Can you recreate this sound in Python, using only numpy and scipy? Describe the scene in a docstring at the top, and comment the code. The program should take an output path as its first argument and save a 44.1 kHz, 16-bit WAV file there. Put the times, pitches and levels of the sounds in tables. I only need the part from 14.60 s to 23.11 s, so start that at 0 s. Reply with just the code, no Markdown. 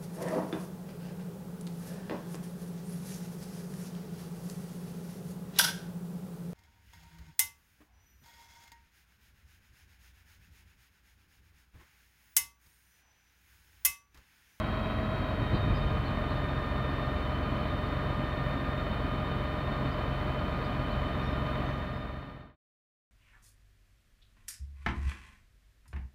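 """Fire engine idling, pump engaged

A six-cylinder diesel drones and clatters at the roadside, a 41-tooth gear whines on top, and the fan
and pump lay down a rushing bed. The crank speed sags around the first second and pulls the tones down
with it. A gust buffets the microphone, small birds chirp in the trees, and the sound fades out."""
import sys
import numpy as np
from scipy import signal
from scipy.fft import rfft, irfft, next_fast_len
from scipy.io import wavfile

SR = 44100
rng = np.random.default_rng(int(sys.argv[2]) if len(sys.argv) > 2 else 0)


def wav_out(sig):
    """Save sig, one row per channel (or a flat mono array), as 16-bit PCM at SR to the path in sys.argv[1]."""
    wavfile.write(sys.argv[1], SR, np.round(np.clip(np.atleast_2d(sig).T, -1, 1) * 32767).astype(np.int16))


N = 375291
TIME = np.arange(N) / SR

# long falling whistles deep in the trees: peak_s, top_hz, drop_hz, level_db
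FAR_WHISTLES = [(6.635, 5600, 1100, -69.5), (7.06, 6300, 650, -74), (7.34, 5100, 600, -70)]
# short chirps of a nearby bird: peak_s, top_hz, drop_hz, level_db
NEAR_CHIRPS = [(0.950, 4130, 450, -54.5), (0.955, 4620, 330, -58.5), (1.163, 5020, 750, -59.5),
               (1.465, 4420, 1105, -54.5), (1.710, 4280, 1104, -56), (3.07, 4100, 600, -60),
               (5.325, 5000, 1800, -63), (6.05, 4900, 1800, -60.5), (6.315, 4350, 1104, -55)]
# the gust's strongest eddies thumping the microphone: peak_s, level_db, top_hz
WIND_THUMPS = [(0.817, -27.5, 170), (0.94, -25.5, 260), (1.128, -25, 140)]
# tone colour of the cooling fan and the water in the pump: frequency_hz, gain_db
RUSH_EQ = [(20, -17.5), (38, 1), (80, 5.5), (240, 3), (400, -3.5), (700, -3.5), (900, -8.5), (1250, -7),
           (2000, -12), (2750, -22.5), (3900, -30), (5000, -35), (6500, -46.5), (10000, -52.5)]
# ringing of the pump casing and pipework: pitch_hz, width_hz, level_db
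CASING_RINGS = [(584, 15, -55), (1020, 120, -65), (2395, 140, -57), (3007, 70, -64.5), (4366, 87, -66)]
# crankshaft speed: time_s, speed_rpm
CRANK_SPEED = [(0.0, 933.6), (0.55, 932.5), (1.03, 903.4), (1.5, 892.3), (2.1, 888.2), (2.4, 888.2),
               (2.7, 893.8), (3.0, 894.0), (3.3, 890.8), (3.6, 891.3), (3.9, 888.0), (4.43, 893.8),
               (5.11, 890.9), (5.69, 894.6), (6.36, 894.0), (6.6, 891.0), (6.9, 893.0), (7.36, 890.0)]
# combustion knock of each cylinder, in firing order: accent_db
KNOCK_ACCENTS = [7, -3, 7, 6.5, 1, -2.5]
# tone colour of the block and valve gear: frequency_hz, gain_db
CLATTER_EQ = [(30, -14.5), (70, 3.5), (130, 3.5), (260, 7), (380, -2), (520, -6), (630, 1.5), (880, -8.5),
              (1080, 1), (1500, -11), (2400, -17.5), (2750, -18.5), (4350, -22.5), (4750, -38), (8000, -62)]
# exhaust and block tones: cycles_per_turn (played to the nearest half), low_idle_db, high_idle_db
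ENGINE_TONES = [(3, -41.5, -39), (4.5, -40.5, -43.5), (6, -44.5, -42.5), (7.5, -50.5, -52),
                (9, -40.5, -49.5), (10.5, -54, -64.5), (12, -50.5, -51.5), (15, -52.5, -48),
                (19.5, -61.5, -56.5), (30, -58.5, -58.5), (39.25, -63.5, -61.5), (63.3, -67, -53),
                (66.05, -54.5, -51.5), (70.5, -61.5, -58.5), (88.1, -75, -53.5), (94.8, -68.5, -55),
                (201, -69.5, -70), (492, -87, -98)]
# hum of belt-driven parts: cycles_per_turn, low_idle_db, high_idle_db
BELT_TONES = [(5.12, -54, -55.5), (5.46, -51, -49.5), (6.92, -60, -44), (8.08, -50, -43),
              (8.71, -50.5, -59.5), (13.67, -57, -67), (13.83, -54, -43), (18.21, -50.5, -53)]
# gear harmonics 1 to 6, each with a dead speed where it cancels against its reflection:
# low_idle_db, high_idle_db, dead_rpm (above low idle), dip_db
GEAR_HARMONICS = [(-46.5, -42, 31.5, 3.5), (-46.5, -50, 22.5, 7), (-48.5, -55, 4, 14),
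                  (-58.5, -60, -1.5, 9.5), (-53.5, -55.5, -2.5, 7), (-56, -56.5, 2.5, 6.5)]

GUST_PEAK_S, GUST_ATTACK_S, GUST_RELEASE_S = 1.06, 0.11, .36
GUST_DB, GUST_TOP_HZ, WIND_LIMIT_HZ, THUMP_SPREAD_S = -28.5, 135, 700, .017
CLATTER_DB, RUSH_DB, HISS_DB = -40.5, -36.5, -69
LOW_IDLE_RPM, HIGH_IDLE_RPM = 892, 933
KNOCK_DECAY = .35  # share of the firing interval
RATTLE_BED, RATTLE_LOW_HZ = 1.5, 300  # the bed is relative to a 0 dB knock
GEAR_TEETH, DIP_HALF_WIDTH_HZ = 41, 5.4
PANEL_HZ, PANEL_HALF_WIDTH_HZ, PANEL_LIFT_DB = 3708, 22, 5.0
FADE_START_S, FADE_END_S, CUTOFF_HZ = 6.94, 7.962, 15750


def from_db(db):
    """Decibels to gain."""
    return 10 ** (np.asarray(db) / 20)


def rms_one(x):
    """Scale to unit rms."""
    return x / np.sqrt(np.mean(x ** 2) + 1e-20)


def drift(rate):
    """Smooth random wobble of unit rms; rate in Hz sets how fast it moves."""
    r = np.exp(-80 * np.pi * rate / SR)
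    slow = signal.lfilter([1], [1, -2 * r, r * r], rng.standard_normal(N // 40 + 2002))[2000:]
    return np.interp(np.arange(N) / 40, np.arange(len(slow)), rms_one(slow))


def tone(cycles):
    """Sine of unit rms."""
    return np.sqrt(2) * np.sin(2 * np.pi * cycles)


def gentle_filter(x, hz, kind):
    """Second-order low, high or band pass."""
    return signal.sosfilt(signal.butter(2, hz, kind, fs=SR, output="sos"), x)


def colour(x, eq):
    """Shape a signal with an EQ curve; unit rms."""
    hz, db = np.transpose(eq)
    size = next_fast_len(N)
    bins_hz = np.maximum(np.arange(size // 2 + 1) * SR / size, 1)
    gain = from_db(np.interp(np.log(bins_hz), np.log(hz), db))
    return rms_one(irfft(rfft(x, size) * gain, size)[:N])


def resonate(x, hz, width):
    """Ring one resonance; unit rms."""
    r = np.exp(-np.pi * width / SR)
    return rms_one(signal.lfilter([1, 0, -1], [1, -2 * r * np.cos(2 * np.pi * hz / SR), r * r], x))


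def birds(calls, rise_s, fall_s, rough, scatter_s, scatter_db):
    """Arched whistles, up quickly and down slowly, smeared by scattering among the trees."""
    out = np.zeros(N)
    quaver = rough * drift(150)
    for peak_s, top_hz, drop_hz, db in calls:
        away = np.minimum(np.maximum((peak_s - TIME) / rise_s, (TIME - peak_s) / fall_s), 1)
        hz = top_hz - drop_hz * away ** 1.4
        out += from_db(db) * (1 - away ** 2) * tone(np.cumsum(hz) / SR + quaver)
    trees = rng.standard_normal(SR // 2) * np.exp(-TIME[:SR // 2] / scatter_s)
    tail = signal.fftconvolve(out, trees / np.linalg.norm(trees))[:N]
    return out + from_db(scatter_db) * tail


def wind(low_hz, lumpy_db):
    """One gust swells and dies away on the microphone, its eddies landing as hard thumps."""
    def rumble(top_hz):
        return rms_one(gentle_filter(rng.standard_normal(N), [low_hz, top_hz], "band"))
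    since_s = TIME - GUST_PEAK_S
    gust = np.exp(-np.maximum(-since_s / GUST_ATTACK_S, since_s / GUST_RELEASE_S))
    out = from_db(GUST_DB + lumpy_db * drift(17)) * gust * rumble(GUST_TOP_HZ)
    for peak_s, db, top_hz in WIND_THUMPS:
        swell = np.exp(-.5 * ((TIME - peak_s) / THUMP_SPREAD_S) ** 2)
        eddy = swell * rumble(top_hz)
        out += from_db(db) * eddy * np.linalg.norm(swell) / np.linalg.norm(eddy)
    return gentle_filter(out, WIND_LIMIT_HZ, "low")


def fan_and_pump(surge_db):
    """A bed of turbulent air and water that surges slightly and rings the casing."""
    out = from_db(RUSH_DB) * colour(rng.standard_normal(N), RUSH_EQ)
    for hz, width, db in CASING_RINGS:
        ring = resonate(rng.standard_normal(N), hz, 2 * width)
        out += from_db(db) * resonate(ring, hz, 2 * width)  # a second pass tightens the ring
    return out * from_db(surge_db * drift(7.4))


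def diesel_clatter(turns, repeat_share):
    """Each firing punches up a steady rattle, part of which loops with every two-turn engine cycle."""
    cycle = (turns / 2) % 1
    cylinder, since_firing = np.divmod(cycle * len(KNOCK_ACCENTS), 1)
    knock = from_db(KNOCK_ACCENTS)[cylinder.astype(int)] * np.exp(-since_firing / KNOCK_DECAY)
    contacts = rng.standard_normal(int(2 * N / turns[-1]))
    loop = rms_one(np.interp(cycle, np.linspace(0, 1, len(contacts)), contacts))
    loop = gentle_filter(loop, RATTLE_LOW_HZ, "high")  # the looping part of the rattle stays above the bass
    rattle = np.sqrt(repeat_share) * loop + np.sqrt(1 - repeat_share) * rng.standard_normal(N)
    return from_db(CLATTER_DB) * colour(rattle * (RATTLE_BED + knock), CLATTER_EQ)


def diesel_drone(throttle, turns, waver_db, belt_slip):
    """The body of the engine: firing tones locked to the crank, plus the looser hum of belt drives."""
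    out = np.zeros(N)
    for tones, slip in ((ENGINE_TONES, 0), (BELT_TONES, belt_slip)):
        for per_turn, low_db, high_db in tones:
            if not slip:
                per_turn = np.round(2 * per_turn) / 2  # a four-stroke cycle takes two turns
            db = low_db + (high_db - low_db) * throttle + waver_db * drift(3.4)
            out += from_db(db) * tone(per_turn * turns + rng.random() + slip * drift(0.92))
    return out


def gear_whine(rpm, throttle, turns, waver_db, runout, jitter, throb_db):
    """Meshing teeth sing; the gear runs slightly out of true, so pitch and level swing once a turn."""
    mesh = GEAR_TEETH * turns + runout * np.sin(2 * np.pi * turns) + jitter * drift(5.5)
    out = np.zeros(N)
    for k, (low_db, high_db, dead_rpm, dip_db) in enumerate(GEAR_HARMONICS, 1):
        hz = k * GEAR_TEETH * rpm / 60
        dead_hz = k * GEAR_TEETH * (LOW_IDLE_RPM + dead_rpm) / 60
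        db = low_db + (high_db - low_db) * throttle
        db -= dip_db / (1 + ((hz - dead_hz) / DIP_HALF_WIDTH_HZ) ** 2)
        # a panel rings as the top harmonic slides through its pitch
        db += PANEL_LIFT_DB / (1 + ((hz - PANEL_HZ) / PANEL_HALF_WIDTH_HZ) ** 2)
        # uneven tooth contact shakes the high harmonics most
        flutter_db = np.sqrt(k) * (waver_db * drift(26) + throb_db * tone(turns + rng.random()))
        out += from_db(db) * rms_one(from_db(flutter_db)) * tone(k * mesh + rng.random())
    return out


def scene():
    """Mono mix: one crank drives drone, whine and clatter over the pump, wind, birds and faint hiss."""
    rpm = np.interp(TIME, *np.transpose(CRANK_SPEED))
    turns = np.cumsum(rpm) / 60 / SR
    throttle = (rpm - LOW_IDLE_RPM) / (HIGH_IDLE_RPM - LOW_IDLE_RPM)
    truck = diesel_drone(throttle, turns, waver_db=1.0, belt_slip=0.11)
    truck += fan_and_pump(surge_db=0.41)
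    truck += gear_whine(rpm, throttle, turns, waver_db=0.91, runout=0.018, jitter=0.014, throb_db=0.74)
    truck += diesel_clatter(turns, repeat_share=0.62)
    hiss = from_db(HISS_DB) * rng.standard_normal(N)
    near = birds(NEAR_CHIRPS, rise_s=.032, fall_s=.047, rough=.12, scatter_s=.045, scatter_db=-7.5)
    far = birds(FAR_WHISTLES, rise_s=.02, fall_s=.16, rough=.16, scatter_s=.05, scatter_db=-6)
    gust = wind(low_hz=35.2, lumpy_db=2)
    return (truck + gust + near + far + hiss)[None]


def record(dry):
    """Roll off the sub rumble, fade out in a straight line and cut the very top."""
    dry = gentle_filter(dry, 20, "high")
    fade = np.clip((FADE_END_S - TIME) / (FADE_END_S - FADE_START_S), 0, 1)
    top_cut = signal.ellip(12, .1, 90, CUTOFF_HZ, fs=SR, output="sos")
    return signal.sosfilt(top_cut, dry * fade)


dry = scene()
out = record(dry)
wav_out(out)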